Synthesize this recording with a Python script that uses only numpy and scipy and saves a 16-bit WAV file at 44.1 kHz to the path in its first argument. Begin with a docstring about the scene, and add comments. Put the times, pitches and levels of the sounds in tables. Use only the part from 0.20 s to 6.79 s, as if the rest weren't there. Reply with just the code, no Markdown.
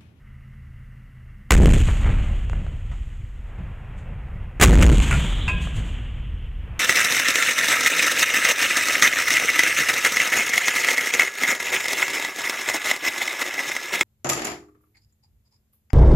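"""Diesel engines idle on an open lake shore, then two self-propelled howitzers fire in turn, the far one first.
Each blast is a set of pressure fronts, crackles and roaring gas that overloads the input into a torn,
square-edged roar; filtered noise then rolls away as long low echoes. The shells leave as fluttering hiss.
After the near shot the breech clanks open and the spent case lands ringing, both as sums of decaying modes."""
import sys
import numpy as np
from scipy import signal
from scipy.fft import rfft, irfft, next_fast_len
from scipy.io import wavfile
from scipy.ndimage import uniform_filter1d

SR = 44100
rng = np.random.default_rng(int(sys.argv[2]) if len(sys.argv) > 2 else 0)


def materialize(psi):
    """Save the field psi as 16-bit PCM at rate SR to the path in sys.argv[1].

    A 1-D psi becomes a single channel; in a 2-D psi each row is a channel.
    """
    bounded = np.clip(np.atleast_2d(psi).T, -1, 1)
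    quanta = np.round(bounded * 32767).astype(np.int16)
    wavfile.write(sys.argv[1], SR, quanta)


N = 290735
T = np.arange(N) / SR  # time, s
LENGTH = next_fast_len(N, True)
HZ = np.fft.rfftfreq(LENGTH, 1 / SR)

# spectrum of the roaring gas, also of the grit in the ground return: f/Hz, level/dB
GAS_SPECTRUM = [(40, -7.5), (250, 8.5), (800, -1.5), (2000, 2.5), (3000, -5), (7000, -16), (11000, -20.5),
                (16000, -26.5)]
# spectrum of the treble hiss in the echoes and flares: f/Hz, level/dB
HISS_SPECTRUM = [(1000, -13), (2500, 18.5), (4000, 12), (5300, 5), (7000, 3), (8700, 0.5), (10500, -1),
                 (14500, -8), (16000, -27.5)]


def amp(db):
    """Definition of the decibel: 20 dB is a tenfold gain."""
    return 10 ** (np.asarray(db) / 20)


def evened(x):
    """Normalization by root mean square: the result has rms 1."""
    return x / np.sqrt(np.mean(x ** 2) + 1e-20)


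def shape(points):
    """Spectral envelope: a table of f/Hz, level/dB read as a gain on a logarithmic frequency axis."""
    hz, db = np.transpose(points)
    return amp(np.interp(np.log(HZ + 1), np.log(hz + 1), db))


def coloured(x, gain):
    """Linear filtering: the spectrum is multiplied by a gain at every frequency."""
    return irfft(rfft(x, LENGTH) * gain, LENGTH)[:N]


def noise(gain):
    """Coloured noise: filtered Gaussian white noise of rms 1."""
    return evened(coloured(rng.standard_normal(LENGTH), gain))


def drift(rate_hz):
    """Band-limited random fluctuation: noise of rms 1 under a Gaussian low-pass gain."""
    return noise(np.exp(-(HZ / rate_hz) ** 2))


def steadied(x, seconds):
    """Envelope levelling: division by short-time rms removes slow swells and keeps quick ones."""
    envelope = abs(signal.hilbert(x, next_fast_len(N))[:N])
    power = uniform_filter1d(envelope ** 2, max(int(seconds * SR), 1))
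    return evened(x / np.sqrt(abs(power) + 1e-6))


def burst(s, decay, rise=0.0001, hold=0):
    """Exponential growth and relaxation: the envelope reaches 1 at s, holds and dies away."""
    before = (s - T) / rise
    after = (T - s - hold) / decay
    return np.exp(-np.clip(np.maximum(before, after), 0, 20))


def broad_rush():
    """Broadband noise with random amplitude modulation: a broad rush of noise swells twice."""
    # the two swells: t at full strength/s, level/dB, hold/s
    swell_times = [(3.322, -50.5, 0.9), (6.51, -48.5, .2)]
    # spectrum of the rush: f/Hz, level/dB
    swell_spectrum = [(120, 3), (260, 4.5), (500, 5), (900, 3), (1800, 0.5), (2600, -2), (3200, -9),
                      (4200, -29), (6000, -49)]
    rise_s, decay_s = 0.11, 0.5
    swells = sum(amp(db) * burst(s, decay_s, rise_s, hold) for s, db, hold in swell_times)
    uneven = amp(0.71 * drift(25))
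    return evened(noise(shape(swell_spectrum)) * uneven) * swells


def engines(rattle_db=-62, waver_db=2.85, wander=0.0202):
    """Periodic exhaust: tones share one wandering engine speed, over a low rumble and valve-gear rattle."""
    # exhaust tones: f/Hz, level/dB
    hum_tones = [(37.7, -50.5), (71, -51), (94, -54.5), (123.5, -50.5), (204, -65)]
    # spectrum of the rumble: f/Hz, level/dB
    idle_spectrum = [(12, -29), (20, 5.5), (81, -20), (96, -7.5), (107, -8.5), (127, 0), (150, -8.5),
                     (210, -10.5), (319, -27.5), (1190, -40.5), (1960, -72.5), (2460, -46.5), (4060, -48.5),
                     (14300, -51.5), (16000, -64.5)]
    # spectrum of the valve gear: f/Hz, level/dB
    rattle_spectrum = [(800, -14.5), (1300, -2), (1700, -3), (2020, 4), (2450, -12), (2750, -5),
                       (3300, -19), (5000, -46.5)]
    idle_db = -50
    run = np.cumsum(1 + wander * drift(1)) / SR  # cycles turned by a 1 Hz tone
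    hum = np.zeros(N)
    for hz, db in hum_tones:
        tone = np.sqrt(2) * np.sin(2 * np.pi * (hz * run + rng.random()))
        hum += amp(db + waver_db * drift(5)) * tone
    rumble = amp(idle_db) * steadied(noise(shape(idle_spectrum)), 0.4)
    rattle = amp(rattle_db + 1.0 * drift(40)) * noise(shape(rattle_spectrum))
    return hum + rumble + rattle


def metal(hits, modes, chatter=0.54, chatter_hz=45):
    """Modal vibration: a blow clatters and rings the modes of a piece that chatters against what it touches."""
    # spectrum of the clatter: f/Hz, level/dB
    clatter_spectrum = [(200, -26), (700, 4), (1300, 7), (2600, 11.5), (3600, -60), (7000, -2.5),
                        (15000, -33)]
    clatter, out = noise(shape(clatter_spectrum)), np.zeros(N)
    for hz, db, t60 in modes:
        sway = 1 + chatter * (drift(chatter_hz) + 1j * drift(chatter_hz))  # random amplitude and phase
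        tone = (sway * np.exp(2j * np.pi * hz * T)).real
        decay = t60 / np.log(1000)
        ringing = sum(amp(ring_db) * burst(s, decay) for s, ring_db, _, _ in hits)
        out += amp(db) * tone * ringing
    for s, _, clatter_db, decay in hits:
        out += amp(clatter_db) * clatter * burst(s, decay)
    return out


def breech():
    """Impact excitation of a heavily damped body: the breech clanks open."""
    # blows: t/s, ring level/dB, clatter level/dB, clatter decay/s
    breech_blows = [(4.9105, -30, -15.5, 0.006), (4.926, -27, -22.5, 0.03)]
    # modes: f/Hz, level relative to the ring/dB, t60/s
    breech_modes = [(1460, -2, 0.13), (1410, -1, 0.16), (1980, -5, 0.22), (2640, -15, .08),
                    (3130, -22, .11), (7800, -18, 0.12)]
    return metal(breech_blows, breech_modes)


def spent_case():
    """Impact excitation of a lightly damped body: the spent case lands ringing."""
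    # blows: t/s, ring level/dB, clatter level/dB, clatter decay/s
    case_blows = [(5.279, -30, -28, 0.015), (5.2855, -64, -33.5, 0.023)]
    # modes: f/Hz, level relative to the ring/dB, t60/s
    case_modes = [(1022, -5, 0.57), (1630, -5, 0.78), (2280, -12, 0.68), (2486, -1, 0.43), (2546, 6, 0.38),
                  (2723, 3, 0.24), (3340, -23, .19), (4630, -19, 0.24), (7400, -19, 0.2)]
    return metal(case_blows, case_modes)


def shell(width_hz=520, flutter_db=1.4):
    """Aerodynamic noise: air torn round each shell is a fluttering, fading noise band of wandering centre."""
    # departing shells: t at full strength/s, level/dB, hold/s, decay/s
    shell_flights = [(1.554, -44.5, .03, 0.56), (4.827, -37, 0.27, 0.49)]
    # centre of the band: t/s, f/Hz
    centre_path = [(1.56, 2802), (4.76, 3150), (4.93, 2857), (5.0, 3130), (5.25, 3376), (5.5, 2986),
                   (6.4, 2910)]
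    rise_s = 0.034
    centre_hz = np.interp(T, *np.transpose(centre_path))
    turn = np.exp(2j * np.pi * np.cumsum(centre_hz) / SR)
    band = (turn * (drift(width_hz) + 1j * drift(width_hz))).real  # noise shifted up to the centre
    flights = sum(amp(db) * burst(s, decay, rise_s, hold) for s, db, hold, decay in shell_flights)
    return band * amp(flutter_db * drift(25)) * flights


def flicks():
    """Amplitude modulation of coloured noise: the treble hiss flares briefly a few times."""
    # flares: t/s, level/dB, decay/s
    flares = [(2.75, -61.5, 0.4), (3.785, -57.5, 0.034), (4.93, -33, 0.12), (5.42, -40.5, 0.066),
              (5.564, -41.5, 0.046), (5.66, -51.5, 0.14)]
    rise_s = 0.01
    return noise(shape(HISS_SPECTRUM)) * sum(amp(db) * burst(s, decay, rise_s) for s, db, decay in flares)


def cracks(edge=2.3):
    """Impulsive reflection: sharp echoes and knocks, an edge and a little scatter, each dulled by its path."""
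    # snaps: t/s, level (9.5 dB under the peak)/dB, decay/s, dull above f/Hz
    snaps = [(1.686, -22.5, 0.0075, 1580), (2.298, -29.5, 0.00032, 2600), (2.3324, -30, 0.0024, 1610),
             (2.4657, -38.5, 0.0033, 1480), (2.715, -45.5, 0.037, 2180), (3.384, -47, 0.021, 1250),
             (4.746, -28, .003, 4000), (4.8083, -19.5, 0.0014, 3000), (5.4721, -32.5, 0.0031, 1800)]
    out = np.zeros(N)
    for s, db, decay, dull_hz in snaps:
        scatter = rng.standard_normal(N) * burst(s, decay)
        snap = scatter + edge * burst(s, 0.000075, rise=0.00005)
        band_hz = [350, np.clip(dull_hz, 700, 9000)]
        snap = signal.sosfilt(signal.butter(2, band_hz, "band", fs=SR, output="sos"), snap)
        out += amp(db + 9.5) * snap / abs(snap).max()
    return out


def roll(s, delay, spread_db, loss_db_per_s):
    """Spreading and absorption: a roll builds up, then later returns, having come further, are weaker."""
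    age = np.maximum(T - s, delay)
    build = np.clip((T - s) / delay, 0, 1) ** 1.2
    # spread_db is the fall for each tenfold length of path
    return build * amp(-spread_db * np.log10(age / delay) - loss_db_per_s * (age - delay))


def rolling_echoes(grain_db=1.23, lump_db=2.0):
    """Diffuse reflection: a lumpy boom, grainy rush and thin hiss roll away, with separate echoes standing out."""
    # long roll of each shot: shot t/s, time to peak/s, boom level/dB, rush level/dB, hiss level/dB,
    # rush loss/(dB/s), hiss loss/(dB/s)
    shot_rolls = [(1.302, .25, -11, -32, -31, 8, 0), (4.421, 0.38, -14, -26, -28.5, 12, 14.5)]
    # echoes from woods and shore: t/s, boom level/dB, thud level/dB, rush level/dB, decay/s
    separate_echoes = [(1.68, -26, -28.5, -32.5, 0.16), (1.85, -10, -30, -26.5, 0.15),
                       (2.1, -20, -33.5, -44, .07), (2.351, -18.5, -30, -43, 0.13),
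                       (2.71, -29, -56, -61, 0.089), (3.39, -39, -34.5, -45.5, 0.11),
                       (3.71, -36, -40, -52, 0.18), (3.9, -30.5, -39, -52.5, 0.19),
                       (4.119, -29.5, -44.5, -58.5, 0.31), (4.70, -9, -14.5, -42, 0.058),
                       (4.92, -39, -21, -43, 0.1), (5.33, -20.5, -28, -46, 0.16),
                       (5.58, -27.5, -44, -38.5, 0.27), (6.02, -24.5, -54, -64, 0.22)]
    # boom spectra of the far and the near shot, then thud and rush spectra: f/Hz, level/dB
    far_boom = [(11, -38), (18, -2.5), (32, 7.5), (46, 3), (97, -4), (135, -15.5), (226, -31.5),
                (260, -34.5), (447, -40.5), (500, -34), (650, -69.5), (1100, -120)]
    near_boom = [(11, -46), (18, -8), (43, 5), (69, 0.5), (82, -2.5), (102, -8), (135, -9), (260, -33.5),
                 (389, -36.5), (500, -33.5), (650, -77), (1100, -120)]
    thud_spectrum = [(60, -20), (130, 6.5), (190, 1.5), (300, -21.5), (600, -17.5), (1200, -38.5),
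                     (3000, -72.5)]
    rush_spectrum = [(100, 8), (250, 13.5), (450, 0.5), (800, 0), (1500, 0), (2300, 0), (3000, -10),
                     (4000, -14.5), (6000, -42), (12000, -58)]
    boom_spread_db, rush_spread_db, hiss_spread_db = 22, 13.5, 43.5
    boom_loss_db_per_s = 0.87  # absorbed by air and ground
    echo_rise_s = 0.02
    grain, lumps = amp(grain_db * drift(60)), amp(lump_db * drift(18))
    rush = evened(noise(shape(rush_spectrum)) * grain)
    hiss = evened(noise(shape(HISS_SPECTRUM)) * grain)
    thud, out = steadied(noise(shape(thud_spectrum)), 0.066), np.zeros(N)
    ends = [row[0] for row in shot_rolls[1:]] + [np.inf]
    for row, end, colour in zip(shot_rolls, ends, (far_boom, near_boom)):
        s, delay, boom_db, rush_db, hiss_db, rush_loss, hiss_loss = row
        boom_level = amp(boom_db) * roll(s, delay, boom_spread_db, boom_loss_db_per_s)
        rush_level = amp(rush_db) * roll(s, delay, rush_spread_db, rush_loss)
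        for at, echo_boom_db, thud_db, echo_rush_db, decay in separate_echoes:
            if s < at < end:  # an echo adds its power to the roll of its own shot
                echo = burst(at, decay, echo_rise_s)
                boom_level = np.hypot(boom_level, amp(echo_boom_db) * echo)
                rush_level = np.hypot(rush_level, amp(echo_rush_db) * echo)
                out += amp(thud_db) * thud * echo
        boom = steadied(noise(shape(colour)), 0.056) * lumps
        out += boom * boom_level + rush * rush_level
        out += hiss * amp(hiss_db) * roll(s, delay, hiss_spread_db, hiss_loss)
    return out


def ground_thunder():
    """Scattering: the ground nearby returns a dense, deep roar with lumps of grit; distance dulls the roar."""
    # scattered blasts: t/s, thunder level/dB, hold/s, t60 after the hold/s, dull above f/Hz,
    # grit level/dB, grit t60/s
    scattered_shots = [(1.305, 0.5, 0.2, 0.44, 170, -25.5, 0.71), (4.413, 0, 0.28, 0.44, 504, -19.5, 0.18)]
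    # spectrum of the thunder: f/Hz, level/dB
    thunder_spectrum = [(15, -21.5), (35, -3.5), (55, 0), (85, -13), (180, -16), (300, -21.5), (600, -35.5),
                        (1500, -42.5), (4000, -84)]
    grit = evened(noise(shape(GAS_SPECTRUM)) * amp(0.83 * drift(60)))
    out = np.zeros(N)
    for s, db, hold, t60, dull_hz, grit_db, grit_t60 in scattered_shots:
        dulling = np.hypot(1, HZ / dull_hz)
        thunder = steadied(noise(shape(thunder_spectrum) / dulling), 0.068)
        swell = 1 - np.exp(-np.maximum(T - s, 0) / 0.03)
        dying = np.maximum(T - s - hold, 0)
        thunder_level = amp(db - 60 * dying / t60)
        grit_level = amp(grit_db - 60 * dying / grit_t60)
        out += swell * (thunder * thunder_level + grit * grit_level)
    return out


def muzzle_blasts(rise=0.0018):
    """Blast wave: each front or crackle is a pressure jump, a suction phase and a short roar of gas."""
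    # fronts of both shots and short crackles inside the overloaded roar:
    # t/s, push level/dB, gas roar level/dB, roar decay/s
    fronts_and_crackles = [(1.307, 6.5, 9, 0.0021), (1.319, 0, 1, 0.004), (1.329, -14, -13.5, 0.039),
                           (1.379, 1, -14.5, 0.00067), (1.458, 11, -10, 0.0053), (1.537, -13, -15, .002),
                           (4.399, -1.5, -16.5, 0.01), (4.412, 17, 3, 0.01), (4.423, -25, 11, 0.014),
                           (4.436, -8.5, 5.5, 0.0023), (4.475, -7, -13.5, 0.0025), (4.61, -15, -17, 0.009),
                           (4.624, -9, -8, 0.012), (4.665, -4, -12, 0.0013)]
    push_s = 0.0035  # the pressure swings from push to suction after this time
    gas, out = noise(shape(GAS_SPECTRUM)), np.zeros(N)
    for s, push_db, roar_db, decay in fronts_and_crackles:
        age = np.clip(T - s, 0, 20 * push_s)
        pressure = np.tanh(age / rise) * (1 - age / push_s) * np.exp(-age / push_s)
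        out += amp(push_db) * pressure
        out += amp(roar_db) * gas * burst(s, decay)
    return out


def scene():
    """Superposition: the coloured gun sounds and all other sources add in one channel, sent to both sides."""
    # microphone colour, put on the gun sounds, with a hollow at 5 kHz and a peak at 7 kHz: f/Hz, level/dB
    microphone = [(2000, -2), (3100, -0.5), (3800, -5), (5300, -9), (6100, 0), (6900, 8.5), (8300, 6),
                  (10000, -5.5), (16000, -4.5)]
    guns = muzzle_blasts() + ground_thunder() + rolling_echoes() + flicks() + cracks()
    loading = breech() + spent_case()
    mono = coloured(guns, shape(microphone)) + shell() + loading + engines() + broad_rush()
    return np.array([mono, mono])


def record(dry, knee=2.36, spread=2.):
    """Saturation flattens the blasts; loud treble is given a little random stereo width; a low-pass ends the band."""
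    overload, edge_hz = 0.35, 16000
    drive = dry / overload
    clipped = drive / (1 + abs(drive) ** knee) ** (1 / knee)
    flat = overload * (clipped + 0.06 * np.arcsinh(drive))  # the second term still grows past the limit
    treble = signal.sosfilt(signal.butter(8, 5200, "high", fs=SR, output="sos"), flat[0])
    loudness = uniform_filter1d(abs(treble), size=400)
    side = spread * loudness * treble * drift(400)
    wide = flat + np.array([side, -side])
    low_pass = signal.firwin(255, edge_hz, window=("kaiser", 9), fs=SR)
    return signal.oaconvolve(wide, low_pass[None], "same")


dry = scene()
out = record(dry)
materialize(out)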